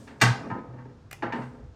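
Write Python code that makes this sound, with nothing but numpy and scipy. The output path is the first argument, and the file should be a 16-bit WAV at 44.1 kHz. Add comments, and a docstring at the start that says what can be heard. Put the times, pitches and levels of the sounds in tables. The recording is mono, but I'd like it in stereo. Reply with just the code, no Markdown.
"""A faint rub over low backyard rumble, then a loud clack: a steel shelf is worked into place on a grill.
Its bracket drops home and the flexing sheet booms. The shelf rubs on its pivot and bumps as it tilts
down, a small catch ticks twice, and the shelf is lifted back with two dull knocks.
Each bump and rub sets the steel ringing, built here from fading tones and fading noise."""
import sys
import numpy as np
from scipy import signal
from scipy.fft import rfft, irfft
from scipy.io import wavfile

SR = 44100
rng = np.random.default_rng(int(sys.argv[2]) if len(sys.argv) > 2 else 0)


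def pcm_store(signal):
    """Save signal as 16-bit PCM."""
    levels = np.round(np.clip(np.atleast_2d(signal), -1, 1) * 32767)
    wavfile.write(sys.argv[1], SR, levels.astype(np.int16).T)


N = 77175
T = np.arange(N) / SR

def from_db(db):
    """Turn decibels into a multiplier."""
    return 10 ** (np.asarray(db) / 20)

def level(curve):
    """Loudness over time from rows of time_s, level_db."""
    return from_db(np.interp(T, *np.transpose(curve)))

def at_hz(table, hz, column=1):
    """Read between a table's rows, with pitch spaced in octaves."""
    table = np.array(table)
    return np.interp(np.log(hz), np.log(table[:, 0]), table[:, column])

def passband(x, low_hz, high_hz):
    """Soften everything below low_hz and above high_hz."""
    for hz, kind in ((low_hz, "high"), (high_hz, "low")):
        x = signal.sosfilt(signal.butter(2, hz, kind, fs=SR, output="sos"), x + 1e-18)
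    return x

def fade(fade_s):
    """Die away by 60 dB every fade_s seconds."""
    return np.exp(-np.log(1000) * T / fade_s)

def delayed(x, start_s):
    """Start a stereo sound later."""
    return np.pad(x, ((0, 0), (int(start_s * SR), 0)))[:, :N]

# how alike the two ears' noise is: pitch_hz, likeness (1 = the same)
EAR_LIKENESS = [(25, .5), (60, 0.62), (120, 0.97), (250, 0.95), (500, 0.6), (1000, 0.33), (2000, 0.3),
                (5000, 0.18), (12000, 0.26)]
def noise_bands(colour):
    """Stereo noise in third-octave bands whose combined strength is 1."""
    edges = 22 * 2 ** (np.arange(30) / 3)
    centres = np.sqrt(edges[1:] * edges[:-1])
    gains = from_db(at_hz(colour, centres))
    gains /= np.sqrt(np.sum(gains ** 2 * np.diff(edges)) * 2 / SR)
    white = rng.standard_normal((2, 2, N + SR // 2))
    for k, hz in enumerate(centres):
        band = signal.butter(2, edges[k:k + 2], "band", fs=SR, output="sos")
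        mid, side = signal.sosfilt(band, white[k % 2])[:, -N:]
        alike = at_hz(EAR_LIKENESS, hz)
        stereo = np.sqrt((1 + alike) / 2) * mid + np.sqrt((1 - alike) / 2) * side * [[1], [-1]]
        yield hz, gains[k] * stereo

# the grill's balance between the ears: pitch_hz, left_minus_right_db
EAR_BALANCE = [(120, -4), (250, 3), (700, -0.5), (1300, 0.4), (2400, -1.5), (4400, 8.5), (8000, 1.5),
               (14000, -0.5)]
def placed(hz):
    """Left and right strength of the grill at one pitch."""
    return from_db(at_hz(EAR_BALANCE, hz) * np.array([[.5], [-.5]]))

def noisy_ring(table, crack_db, crack_s):
    """Tones too crowded to tell apart: fading noise with a short crack and a faint long tail."""
    crack_and_tail = from_db(crack_db) * np.exp(-T / crack_s) + from_db(-27.5) * fade(1)
    out = 0
    for hz, noise in noise_bands(table):
        fade_s = at_hz(table, hz, column=2)
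        out += placed(hz) * noise * (fade(fade_s) + crack_and_tail * fade(10 * fade_s))
    return out

def clear_ring(tones):
    """Fading tones, every other one flipped, slightly out of step between the ears."""
    out = 0
    for k, (hz, db, fade_s) in enumerate(tones):
        phase = rng.standard_normal() * np.array([[.25], [-.25]])
        out += (-1) ** k * from_db(db) * placed(hz) * fade(fade_s) * np.sin(2 * np.pi * hz * T + phase)
    return out

# outdoor air: pitch_hz, level_db_per_hz
AIR_COLOUR = [(25, -28), (55, -15.5), (115, 5), (170, -14), (300, -16.5), (600, -24), (1200, -23),
              (2000, -33.5), (3200, -36), (6000, -38.5), (9000, -54), (16000, -72)]
# low rumble: time_s, level_db
RUMBLE_CURVE = [(0, -64), (.55, -58), (.7, -57.5), (1.45, -60), (1.66, -46), (1.75, -53.5)]
def backyard(low_hz=50.7, high_hz=76):
    """Steady outdoor air and a low rumble that swells at the end."""
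    rumble = passband(rng.standard_normal(2 * N), low_hz, high_hz)
    rumble = passband(rumble, low_hz, high_hz)[N:]
    air = sum(noise for _, noise in noise_bands(AIR_COLOUR))
    return from_db(-51.5) * air + level(RUMBLE_CURVE) * rumble / rumble.std()

# the hiss's tone: pitch_hz, level_db_per_hz
HISS_COLOUR = [(1500, -6), (4500, -3), (8700, -1), (10500, -15.5), (16000, -20)]
# its loudness: time_s, level_db
HISS_CURVE = [(0, -59.5), (.06, -61), (.15, -72.5), (.5, -73.5), (.6, -87), (1.3, -92.5), (1.34, -67.5),
              (1.43, -65.5), (1.5, -72.5), (1.75, -91.5)]
def bright_hiss():
    """A faint bright hiss fades away at the start and returns with the last knocks."""
    return level(HISS_CURVE) * sum(noise for _, noise in noise_bands(HISS_COLOUR))

# the whole grill's ringing: pitch_hz, level_db_per_hz, fade_s
GRILL_BANDS = [(50.6, -28.5, 0.28), (110, -22.5, 0.54), (190, -0.5, 0.31), (356, 1, 0.35), (561, 0, 0.34),
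               (854, 2.5, 0.42), (1260, -2.5, 0.57), (1680, 5, 0.36), (2500, -2.5, 0.36), (3400, -8, 0.34),
               (5000, -8, 0.36), (8240, -11, 0.24), (10000, -23.5, .16), (12000, -15, 0.22),
               (16000, -28.5, 0.094)]
def grill_ring():
    """A knock shakes the grill at many pitches at once."""
    return from_db(-22.5) * noisy_ring(GRILL_BANDS, crack_db=-1, crack_s=0.0095)

# the shelf's steel sheet: pitch_hz, level_db, fade_s
SHEET_TONES = [(162.1, 0, 0.23), (191.2, -10.5, 0.4), (220.8, -3, 0.36), (243.9, 0.5, 0.48), (344, -4, 0.3),
               (429.7, -11, 0.61), (493.5, -13.5, 1), (595, -9.5, 0.14), (695, -5.5, 0.074),
               (823.6, -3.5, 0.45), (909.5, 1.5, 0.4), (1009, -6, 0.4), (1261, -5.5, 0.58),
               (1382, -9.5, 0.25), (1593, -5.5, 0.23), (1802, 4, 0.11), (2326, -4.5, 0.22),
               (2927, -5.5, 0.25)]
def sheet_tones():
    """The sheet rings at its own pitches; each comes back as (pitch, sound)."""
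    return [(tone[0], (-1) ** k * from_db(-26.5) * clear_ring([tone]))
            for k, tone in enumerate(SHEET_TONES)]

# rubbing as the shelf swings: time_s, level_db
RUB_CURVE = [(0, -52.5), (.17, -50), (.4, -40.5), (.56, -36), (.62, -43.5), (.75, -44), (.82, -45.5),
             (.92, -55.5), (1.05, -64), (1.2, -61), (1.39, -35), (1.5, -48.5), (1.62, -53), (1.75, -66)]
def pivot_rub(grill, slips_per_s=180):
    """Many tiny slips at the pivot each give the steel a dull ring."""
    sheet = sum(sound for _, sound in sheet_tones())
    ring = passband(grill + from_db(-7) * sheet, low_hz=147, high_hz=485)
    slips = (rng.random(2 * N) < slips_per_s / SR) * rng.standard_normal(2 * N)
    rub = signal.fftconvolve(slips[None], ring, axes=1)[:, N:2 * N]
    return rub / rub.std() * level(RUB_CURVE)

# the bracket that carries the shelf: pitch_hz, level_db, fade_s
BRACKET_TONES = [(1118, 2, .24), (1453, 0, .2), (1566, 3, .33), (1843, 1, .16), (1997, 2, .2),
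                 (2722, -1, .16), (3659, -13, .24), (4340, -11, .16), (4813, -11, .15), (5605, -14, .2)]
# knocks on the shelf: start_s, level_db, rise_s, high_hz, low_hz, sheet_db, bracket_db, boosted_hz
KNOCKS = [(0.071, -23, 0.0091, 3860, 136, -17, -7.5, 487), (0.2, -20.5, 0.0049, 5900, 1200, -26, -29, 1600),
          (0.2135, 0.5, 0.00014, 11000, 630, -14.5, -10, 710), (.2160, 5, .0004, 12000, 425, -32, 7, 1590),
          (.2220, -3, 0.0002, 7500, 99, 1, -24, 192), (.432, -14, 0.0083, 417, 159, -9, 14, 340),
          (0.501, -14.5, 0.001, 1455, 150, 0, -8, 1249), (.511, -11.5, 0.0027, 880, 129.9, 3.5, -17, 1022),
          (0.663, -24, 0.0065, 500, 300, -1, -10, 430), (.783, -24, 0.0072, 1037, 350, 0, 9.5, 490),
          (1.2232, -7.5, 0.00087, 1650, 460, -4, -26, 777), (1.229, -3, 0.001, 1120, 215, -4.5, -6.5, 330),
          (1.3222, -9.5, 0.0023, 2300, 970, -0.5, -3, 870),
          (1.331, -14.5, 0.0048, 1160, 239, 8, -16, 261.3), (1.414, -25.5, 0.0096, 3500, 150, -23, 9, 250),
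          (1.543, -27.5, 0.015, 785, 150, 2, -22, 490)]
def shelf_knocks(grill, boost_db=10, boost_octaves=0.13):
    """Each knock rings grill, sheet and bracket; a softer one builds up slowly and is duller."""
    bracket = from_db(-35) * clear_ring(BRACKET_TONES)
    tones = sheet_tones()
    out = 0
    for start_s, db, rise_s, high_hz, low_hz, sheet_db, bracket_db, boosted_hz in KNOCKS:
        # the spot that is hit brings out the tones near one pitch
        sheet = sum(from_db(boost_db * np.exp(-(np.log2(hz / boosted_hz) / boost_octaves) ** 2)) * sound
                    for hz, sound in tones)
        ring = grill + from_db(sheet_db) * sheet + from_db(bracket_db) * bracket
        ring *= np.minimum(T / rise_s, 1)
        out += from_db(db) * delayed(passband(ring, low_hz, high_hz), start_s)
    return out

# flexes of the sheet: start_s, held_s, pitch_hz, level_db
BOOMS = [(0.216, 0.1, 121.3, -16), (0.346, 0.3, 122.6, -43), (0.505, 0.02, 120, -26),
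         (.68, 0.22, 125.5, -39), (1.23, 0.074, 119.3, -38), (1.374, 0.12, 128.9, -37),
         (1.63, 0.039, 135, -43.5)]
def sheet_boom(rise_s=0.023, release_s=0.016, sag_db_per_s=27, waver_db=0.76):
    """The sheet's lowest tone swells and sags a little unevenly until the hand stops it."""
    out = 0
    for start_s, held_s, hz, db in BOOMS:
        t = np.maximum(T - start_s, 0)
        shape = np.minimum(t / rise_s, 1) * np.exp(-np.maximum(t - held_s, 0) / release_s)
        out += from_db(db - sag_db_per_s * t) * shape * np.sin(2 * np.pi * hz * t)
    waver = passband(rng.standard_normal(2 * N), low_hz=12.5, high_hz=50)[N:]
    return out * from_db(waver_db * waver / waver.std())

# the catch's noisy ringing: pitch_hz, level_db_per_hz, fade_s
CATCH_BANDS = [(400, -19, .2), (800, 1, 0.6), (1400, -1, 0.33), (2100, 3.5, 0.36), (3020, -2.5, 0.51),
               (3700, -21.5, 0.25), (4800, -6, 0.44), (8300, -8.5, 0.37), (12100, -9, .18),
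               (16000, -14, 0.12)]
# its clear tones: pitch_hz, level_db, fade_s
CATCH_TONES = [(802, -1.5, 0.17), (1945, 3.5, .1), (2030, 1.5, .12), (2445, 0.5, 0.091), (2903, 0, 0.11),
               (5240, -8.5, 0.12), (8500, -5, 0.104)]
# its snaps and bounces: start_s, level_db
CATCH_HITS = [(1.1111, -5.5), (1.1135, 1.5), (1.127, -6.5), (1.1299, 5.5), (1.1302, -8)]
def catch_ticks():
    """A small steel catch snaps twice, bouncing each time."""
    ring = from_db(-56.5) * noisy_ring(CATCH_BANDS, crack_db=23, crack_s=.0011)
    ring += from_db(-54.5) * clear_ring(CATCH_TONES)
    return sum(from_db(db) * delayed(ring, start_s) for start_s, db in CATCH_HITS)

def scene(right_lag_s=.000035):
    """The shelf is slightly to the left, so the right ear hears it later."""
    grill = grill_ring()
    background = backyard() + bright_hiss()
    left, right = pivot_rub(grill) + shelf_knocks(grill) + sheet_boom() + catch_ticks()
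    hz = np.arange(N + 1) * SR / (2 * N)
    right = irfft(rfft(right, 2 * N) * np.exp(-2j * np.pi * hz * right_lag_s))[:N]
    return np.array([left, right]) + background

def record(dry, cutoff_hz=17000):
    """Round off the loudest peaks and cut the highest treble."""
    return signal.sosfilt(signal.cheby2(14, 70, cutoff_hz, fs=SR, output="sos"), np.tanh(dry))

dry = scene()
out = record(dry)
pcm_store(out)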